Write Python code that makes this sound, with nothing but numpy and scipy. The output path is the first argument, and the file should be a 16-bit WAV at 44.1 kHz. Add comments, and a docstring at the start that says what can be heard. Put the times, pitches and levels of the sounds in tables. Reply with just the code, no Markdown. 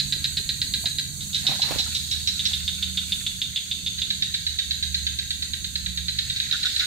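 """Small frogs take turns giving short rattling chirps by the water at night, each from its own direction:
trains of glottal pulses excite the damped resonances of vocal sac and throat. Behind them are a far
chorus of frogs and insects, a cricket's wing strokes, a distant engine's drone and a low rumble.
Fingers tap and rub the hand-held recorder, whose two microphones sit a few centimetres apart,
and near the end a bigger frog croaks at lower resonances."""
import sys
import numpy as np
from scipy import signal
from scipy.fft import rfft, irfft, next_fast_len
from scipy.io import wavfile
from scipy.ndimage import uniform_filter1d, map_coordinates

SR = 44100
rng = np.random.default_rng(int(sys.argv[2]) if len(sys.argv) > 2 else 0)


def log_audio(samples):
    """Write samples as a 16-bit WAV file to the path given in sys.argv[1]."""
    # one column per channel
    frames = np.atleast_2d(samples).T
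    # limit to full scale, then quantise
    limited = np.clip(frames, -1, 1)
    pcm = np.round(limited * 32767).astype(np.int16)
    wavfile.write(sys.argv[1], SR, pcm)


N = 302702
TIME = np.arange(N) / SR


def amp(db):
    return 10 ** (np.asarray(db) / 20)

def unit_rms(x):
    return x / np.sqrt(np.mean(x ** 2) + 1e-20)

def along(points, hz):
    """Interpolation of (Hz, value) points on a logarithmic frequency axis."""
    freqs, values = np.transpose(points)
    return np.interp(np.log(hz + 1), np.log(freqs + 1), values)

def curves(rows):
    """Linear interpolation in time: one envelope for each column after the first."""
    times, *columns = np.transpose(rows)
    return [np.interp(TIME, times, column) for column in columns]

def wobble(rate):
    """Smooth random modulation with `rate` knots a second."""
    return map_coordinates(rng.standard_normal(int(N * rate / SR) + 4), [TIME * rate])

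def filtered(x, response):
    """Zero-phase filtering: the spectrum times a frequency response."""
    size = next_fast_len(N + SR // 2)
    return irfft(rfft(x, size) * response(np.fft.rfftfreq(size, 1 / SR)), size)[..., :N]

def ring(t, hz, db, t60, attack_s):
    """A damped mode struck at t = 0, decaying 60 dB in t60 seconds."""
    t = np.maximum(t, 0)
    return amp(db - 60 * t / t60) * np.sin(2 * np.pi * hz * t) * (1 - np.exp(-t / attack_s)) ** 2

def add(out, start_s, sound):
    """Superposition of a sound on the mix."""
    part = out[..., round(start_s * SR):][..., :sound.shape[-1]]
    part += sound[..., :part.shape[-1]]


# Reverberation of reeds and bank. Each row: frequency in Hz, t60 in seconds.
BANK_DECAY = [(1500, 0.73), (4000, 0.48), (8000, 0.3)]

def scatter(x, build_s=0.0069):
    """Diffuse reflection: reeds and bank return a tail that builds, then decays exponentially."""
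    hz, t, noise = signal.stft(rng.standard_normal((2, SR // 4)), SR, nperseg=256)
    decay = amp(-60 * t / along(BANK_DECAY, hz)[:, None])
    onset = 1 - np.exp(-(t / build_s) ** 2)
    tail = signal.istft(noise * decay * onset, SR, nperseg=256)[1]
    return signal.fftconvolve(x[None], tail / np.linalg.norm(tail[0]), axes=1) * amp([[-1.8], [1.8]])

def small_body(hz):
    """Radiation efficiency: a small frog emits little below its throat modes or far above its sac."""
    return 1 / np.sqrt((1 + (1360 / (hz + 1)) ** 24) * (1 + (hz / 6200) ** 8))

# The chirps. Each row: start in seconds, frog, first pulse's gain in dB, number of pulses.
CHIRPS = [(0, "a", -6, 5), (0.1236, "a", -8, 6), (0.2428, "a", -7.5, 6), (0.3699, "a", -8.5, 7),
          (.491, "a", -8, 5), (.6167, "a", -7, 5), (0.7384, "a", -7, 5), (0.8572, "a", -7.5, 6),
          (0.9852, "a", -8.5, 6), (1.207, "b", -20, 10), (1.331, "b", -16, 5), (1.346, "b", -8.5, 9),
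          (1.4669, "b", -4.5, 7), (1.619, "b", -5, 7), (1.7862, "b", -7.5, 9), (1.9494, "b", -10.5, 9),
          (2.112, "b", -11, 10), (2.2739, "b", -7.5, 8), (2.3936, "c", -10.5, 6), (2.454, "b", -7, 8),
          (2.5339, "c", -9.5, 6), (2.6789, "c", -9, 6), (2.826, "c", -8.5, 6), (2.9728, "c", -9.5, 7),
          (3.121, "c", -8, 6), (3.2647, "c", -9, 5), (3.4167, "c", -9, 5), (3.5602, "c", -9, 6),
          (3.7131, "c", -10, 6), (3.863, "c", -10.5, 7), (3.9837, "d", -14, 8), (4.0179, "c", -8.5, 5),
          (4.1038, "d", -5.5, 4), (4.223, "d", -6.5, 5), (4.3412, "d", -8.5, 6), (4.466, "d", -7.5, 5),
          (4.5875, "d", -7.5, 6), (4.7088, "d", -7, 5), (4.826, "d", -7.5, 6), (4.9446, "d", -6.5, 5),
          (5.0672, "d", -7, 5), (5.1883, "d", -9.5, 5), (5.306, "d", -9, 5), (5.423, "d", -10, 5),
          (5.5343, "d", -10.5, 5), (5.6448, "d", -11.5, 4), (5.7555, "d", -10, 5), (5.8615, "d", -10, 4),
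          (5.9739, "d", -10, 5), (6.0827, "d", -9, 6), (6.187, "d", -5.5, 5), (6.299, "d", -9, 5),
          (6.3611, "e", -14, 7), (6.4011, "d", -7.5, 4), (6.5122, "d", -7, 3), (6.5252, "e", -8.5, 6),
          (6.6301, "d", -8.5, 5), (6.656, "e", -7, 7), (6.7627, "d", -7.5, 4), (6.795, "e", -7.5, 7)]
# The near frogs. Each entry: reference time in seconds, pitch in Hz, its drift in Hz/s, pulse gap in ms,
# throat gain in dB, its drift in dB/s, lag at the left microphone in ms.
FROGS = dict(a=(0.5, 3995, -3, 3, -13, 0, -0.0126), b=(1.8, 3883.5, 70, 3, -15.5, -2.5, 0.246),
         c=(2.5, 3696, -82, 3.5, -24, -6, -.135), d=(4, 3877, 30, 2.5, -13, 0.5, -0.0396),
         e=(7, 3836, -50, 2.5, -11.5, -1.5, 0.0663))
# The hand slowly turns the recorder. Each row: time in seconds, added left lag in ms.
RECORDER_TURN = [(0, 0.0094), (.95, 0.056), (1.45, 0.02), (2.2, 0.11), (4, .15), (5.15, .19), (5.6, 0.14),
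                 (6.86, .13)]
# Vocal sac resonances. Each row: multiple of the pitch, gain in dB, t60 in seconds.
SAC_MODES = [(1, 3, 0.0098), (1.12, -3, 0.005), (.88, -5, 0.0042)]
# The bright edge of a pulse. Each row: frequency in Hz, gain in dB, t60 in seconds.
SNAP_MODES = [(4800, -25, 0.0021), (5460, -15, 0.0036), (5900, -20.5, 0.0026)]
# Throat resonances. Each row: frequency in Hz, gain in dB, t60 in seconds.
THROAT_MODES = [(1623, -11, 0.034), (1895, 0, 0.014), (2456, 3.5, 0.011)]

def small_frogs(jitter_ms=0.15, slowing=1.15, tiring_db=4, attack_s=0.00027, damping_t60=0.0015,
                aim_db_per_ms=52, left_db=-4, shade_db=-6, echo_db=-6):
    """Impulse excitation: glottal pulses, slowing and weakening, ring the vocal sac and throat."""
    out, t = np.zeros((2, N)), np.arange(SR // 16) / SR
    for start, frog, db, pulses in CHIRPS:
        reference_s, pitch, drift_hz, gap_ms, throat_db, drift_db, lag_ms = FROGS[frog]
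        pitch += drift_hz * (start - reference_s)
        throat_db += drift_db * (start - reference_s)
        lag_ms += np.interp(start, *np.transpose(RECORDER_TURN))
        k = np.arange(pulses)[:, None]
        progress = k / k[-1]
        # Random deviations: entry k is for one pulse, the last for the whole chirp.
        timing, force, tuning, edge = rng.standard_normal((16, 4)).T
        length_ms = gap_ms * k[-1] * (1 + 0.0408 * timing[-1])
        age = t - (length_ms * progress ** slowing + jitter_ms * timing[k] * (k > 0)) / 1000
        sac_hz = pitch * (1 + 0.029 * tuning[k] + 0.0072 * tuning[-1])
        sac = sum(ring(age, sac_hz * ratio, gain, t60, attack_s) for ratio, gain, t60 in SAC_MODES)
        sac[:-1] *= amp(-60 * np.maximum(age[1:], 0) / damping_t60)  # each pulse damps the one before
        aim_db = aim_db_per_ms * lag_ms  # brighter along the microphones' axis
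        snap = sum(ring(age, hz * (1 + 0.058 * edge[k]), gain + aim_db, t60, attack_s)
                   for hz, gain, t60 in SNAP_MODES)
        throat = sum(ring(age, hz, gain + throat_db, t60, 0.002) for hz, gain, t60 in THROAT_MODES)
        strength = amp(db - tiring_db * progress + 0.95 * force[k])
        call = ((sac + snap + throat) * strength).sum(axis=0)
        # The case shades the left microphone's treble.
        shaded = ((sac + amp(shade_db) * snap + throat) * strength).sum(axis=0)
        add(out[1], start, call)
        add(out[0], start + max(lag_ms, 0) / 1000, shaded * amp(left_db + 0.49 * edge[0]))
        add(out, start, amp(echo_db) * scatter(call))
    return filtered(out, small_body)


# The left microphone is less sensitive. Each row: frequency in Hz, left minus right in dB.
SENSITIVITY_GAP = [(60, -12), (180, -8.5), (550, -3.5), (1650, -1), (4970, -4.5), (15000, -1.5)]

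def imbalance(hz):
    """Sensitivity mismatch, split equally between the two microphones."""
    return amp(np.outer([.5, -.5], along(SENSITIVITY_GAP, hz)))

# Likeness of far sound at the two microphones. Each row: frequency in Hz, correlation from -1 to 1.
COHERENCE = [(60, 0.88), (180, 0.97), (550, 0.28), (1650, -0.23), (4970, -0.043), (15000, 0.047)]

def diffuse_field(spectrum, patchy_db, grain_db, grain_rate):
    """Incoherent summation: many far sources blur into patchy, grainy noise, partly alike in stereo."""
    def mid_side(hz):
        angle = np.arccos(np.clip(along(COHERENCE, hz), -1, 1)) / 2
        return amp(along(spectrum, hz)) * [np.cos(angle), np.sin(angle)]

    noise = signal.stft(rng.standard_normal((2, N)), nperseg=512)[2]
    patches = uniform_filter1d(rng.standard_normal(noise.shape[1:]), size=5, axis=0)
    patches = unit_rms(uniform_filter1d(patches, size=10, axis=1))
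    pair = signal.istft(noise * amp(patchy_db * patches), nperseg=512)[1][:, :N]
    grains = amp(grain_db * np.array([wobble(grain_rate), wobble(grain_rate)]))
    mid, side = filtered(pair * grains, mid_side)
    return unit_rms(filtered(np.array([mid + side, mid - side]), imbalance))

# Swells of the chorus. Each row: time in seconds, then far frog, cricket and far throat levels in dB.
CHORUS_LEVELS = [(0.0, -42, -43.5, -56), (0.85, -54, -39, -56), (1.12, -48, -46, -60),
                 (1.3, -44, -45, -49.5), (1.55, -32, -39, -47), (3.44, -41.5, -43, -49.5),
                 (4.47, -39, -43.5, -57), (5.83, -46.5, -46, -54.5), (6.86, -29, -39.5, -39.5)]
# Swells of the katydids. Each row: time in seconds, level in dB.
KATYDID_LEVELS = [(0, -36.5), (1.2, -37.5), (1.6, -37), (3.2, -37.5), (3.5, -41.5), (6, -41.5), (6.86, -38)]
# Spectra of four far crowds. Each row: frequency in Hz, relative spectral density in dB.
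FAR_FROGS = [(2200, -37.5), (2700, -19.5), (3300, -3), (3850, 4), (4300, 0), (4800, -6), (5500, -9.5),
             (6200, -37)]
FAR_THROATS = [(1100, -48), (1250, -8), (1450, 4.5), (2000, 0.5), (2800, 5.5), (3400, -40)]
TREE_CRICKETS = [(5400, -41.5), (6100, -10), (6350, -0.5), (6600, 5), (6850, -5.5), (7300, -29)]
KATYDIDS = [(5000, -22), (5800, -10), (6900, -1), (7500, 0.5), (8500, -3), (10500, -11), (14600, -12),
            (15600, -17.5)]

def chorus(tree_cricket_db=-42):
    """Superposition: far frogs and insects merge into bands of noise around one nearer cricket."""
    frogs_db, cricket_db, throats_db = curves(CHORUS_LEVELS)
    katydids_db, = curves(KATYDID_LEVELS)
    frogs = amp(frogs_db + 0.13 * wobble(7)) * diffuse_field(FAR_FROGS, 1.1, 1.5, grain_rate=310)
    throats = amp(throats_db) * diffuse_field(FAR_THROATS, 3.5, 4, grain_rate=79)
    tree_gain = amp(tree_cricket_db + 0.83 * wobble(1.8))
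    tree_crickets = tree_gain * diffuse_field(TREE_CRICKETS, 0.9, 0.8, grain_rate=76)
    katydids = amp(katydids_db + wobble(4.77)) * diffuse_field(KATYDIDS, 1.37, 0.5, grain_rate=140)
    return frogs + throats + tree_crickets + katydids + amp(cricket_db) * cricket()

def cricket(wing_hz=4420, strokes_per_s=78, t60=0.013):
    """Stridulation: an even trill of strokes rings the wing, and scattering smears it on its way."""
    stroke_count = np.floor(np.cumsum(strokes_per_s * (1 + 0.043 * wobble(8.7))) / SR)
    strokes = np.diff(stroke_count, prepend=0) * amp(wobble(30))
    wing_mode = ring(np.arange(SR // 20) / SR, wing_hz, 0, t60, attack_s=0.007)
    trill = signal.fftconvolve(strokes, wing_mode)[:N]
    return unit_rms(trill * amp([[-2], [2]]) + 2 * scatter(trill)[:, :N])


# Swells of the engine's partials. Each row: time in seconds, then firing, middle and upper levels in dB.
ENGINE_LEVELS = [(0, -66, -38.5, -47), (.6, -58, -50, -53.5), (1.4, -47, -42.5, -47.5),
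                 (2, -42, -53.5, -52.5), (2.87, -37.5, -60, -41.5), (3.4, -49, -64, -50.5),
                 (4.1, -45.5, -54, -48), (4.6, -45, -62, -59), (4.9, -36, -50, -47.5),
                 (5.53, -44, -50.5, -55.5), (5.85, -38, -48, -41.5), (6.05, -37, -49, -46),
                 (6.33, -47, -48.5, -52), (6.86, -49.5, -59, -66)]

def engine(firing_hz=80.96, slowing_hz_per_s=1.55):
    """Periodic firing: three wavering partials sink in pitch as a far engine steadily runs down."""
    def partial(ratio, db, waver_db):
        gain = amp(db + waver_db * wobble(4.8))
        hz = ratio * (firing_hz - slowing_hz_per_s * TIME) * (1 + 0.01481 * wobble(8))
        return gain * np.sin(2 * np.pi * np.cumsum(hz) / SR)

    firing_db, middle_db, upper_db = curves(ENGINE_LEVELS)
    drone = partial(1, firing_db, 0.6) + partial(2.42, upper_db, 1.8) + partial(1.77, middle_db, 1.1)
    return filtered(drone, imbalance)

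# Low night air and traffic. Each row: frequency in Hz, relative spectral density in dB.
AIR_SPECTRUM = [(15, -60), (27, -14), (57, -5.5), (74, -1.5), (86, -5), (102, -4.5), (144, -7.5), (179, -8),
                (245, -15), (358, -24.5), (402, -27.5), (998, -54), (1300, -73), (1690, -42), (2860, -120)]

def rumble(db=-40, fade_db_per_s=0.6):
    """Ambient noise: night air and traffic form a low diffuse field that slowly fades."""
    air = diffuse_field(AIR_SPECTRUM, patchy_db=0.7, grain_db=0.3, grain_rate=40)
    return amp(db - fade_db_per_s * TIME + 0.9 * wobble(2.54)) * air

def lull(centre_s=3.63, half_width_s=0.059, depth_db=-8):
    """Amplitude modulation: the level dips briefly along a bell curve."""
    return amp(depth_db * np.exp(-((TIME - centre_s) / half_width_s) ** 2))


# Taps on the case. Each row: start in seconds, level in dB, pitch in Hz, thud relative to tap in dB.
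TAPS = [(0.163, -32.5, 405, -17), (0.398, -28.5, 405, -11), (0.84, -25, 684, -6), (0.86, -31, 730, -18),
        (1.449, -34, 746, -8), (1.49, -24.5, 820, 6), (1.512, -22, 750, -19), (1.537, -26, 694, -27),
        (1.594, -19.5, 770, -22), (1.639, -24, 920, -24), (1.669, -36, 1000, -21), (1.693, -26, 980, -18),
        (1.707, -13.5, 567, -2.5), (1.721, -18.5, 640, -1), (1.757, -21.5, 516, 5.5), (1.796, -26, 747, -3),
        (1.863, -27, 1340, -24), (1.877, -34, 910, -17), (2.513, -37, 800, -13)]
# Modes of the whole case. Each row: frequency in Hz, gain in dB, t60 in seconds.
THUD_MODES = [(269, 2, 0.026), (120, -0.5, 0.03)]

def finger_taps(tap_t60=0.024, attack_s=0.002):
    """Impact excitation: soft skin rings the hollow case and rocks it with a thud."""
    out, t = np.zeros((2, N)), np.arange(SR // 12) / SR
    for start, db, pitch, thud_db in TAPS:
        tap = ring(t, pitch, db, tap_t60, attack_s) + ring(t, pitch * 1.33, db - 13.5, 0.043, attack_s)
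        dull_contact = uniform_filter1d(rng.standard_normal(len(t)), size=7)
        tap += amp(db - 10.5 - 60 * t / tap_t60) * dull_contact
        thud = sum(ring(t, hz, db + thud_db + gain, t60, 0.0016) for hz, gain, t60 in THUD_MODES)
        rocking = thud * np.array([[-.3], [1.3]])  # pushes the two microphones unequally
        add(out, start, tap * amp([[-1.5], [1.5]]) + rocking)
    return out

# Skin sliding on the case. Each row: time in seconds, level in dB.
RUB_LEVELS = [(1.43, -57), (1.52, -33.5), (1.6, -50), (1.68, -37), (1.731, -32), (1.82, -45.5), (1.9, -53)]

def finger_rub():
    """Sliding friction: skin on the case makes gritty noise, strongest near 750 Hz."""
    rub_db, = curves([(RUB_LEVELS[0][0] - 0.03, -100), *RUB_LEVELS, (RUB_LEVELS[-1][0] + 0.034, -100)])
    grit = (rng.standard_normal(N) + 1.05 * rng.standard_normal((2, N))) * amp(2.7 * wobble(150))
    spectrum = [(150, -13), (350, -12.5), (750, -1.5), (1100, -10), (1800, -7.5), (3000, -8), (9000, -20)]
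    return amp(rub_db) * unit_rms(filtered(grit, lambda hz: amp(along(spectrum, hz))))


# The bigger frog's croaks. Each row: start in seconds, level in dB, pulse train length in seconds.
CROAKS = [(6.531, -20, .024), (6.646, -21.5, .026), (6.812, -20.5, .032)]
# Its vocal sac resonances. Each row: frequency in Hz, gain in dB, t60 in seconds.
CROAK_MODES = [(1240, -13, 0.022), (1464, 4.5, 0.022), (1764, 2, 0.018)]

def big_frog(gap_s=0.0073, jitter_s=0.00109, echo_db=-16):
    """Resonance falls with size: glottal pulses ring the lower modes of a bigger sac."""
    out, t = np.zeros((2, N)), np.arange(SR // 10) / SR
    for start, db, length in CROAKS:
        onsets = np.arange(0, length, gap_s)[:, None]
        onsets += jitter_s * rng.standard_normal((20, 1))[:len(onsets)]
        pulses = sum(ring(t - onsets, hz, db + gain, t60, 0.0031) for hz, gain, t60 in CROAK_MODES)
        call = pulses.sum(axis=0)
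        add(out, start, call * amp([[-2], [2]]))
        add(out, start, amp(echo_db) * scatter(call))
    return out


def scene():
    """Linear superposition of all sources at the two microphones."""
    animals = small_frogs() + big_frog() + chorus()
    low_sounds = (engine() + rumble()) * lull()
    return animals + low_sounds + finger_taps() + finger_rub()

def record(dry):
    """Band limiting: the recorder keeps nothing above 15650 Hz."""
    return filtered(dry, lambda hz: hz < 15650)


dry = scene()
out = record(dry)
log_audio(out)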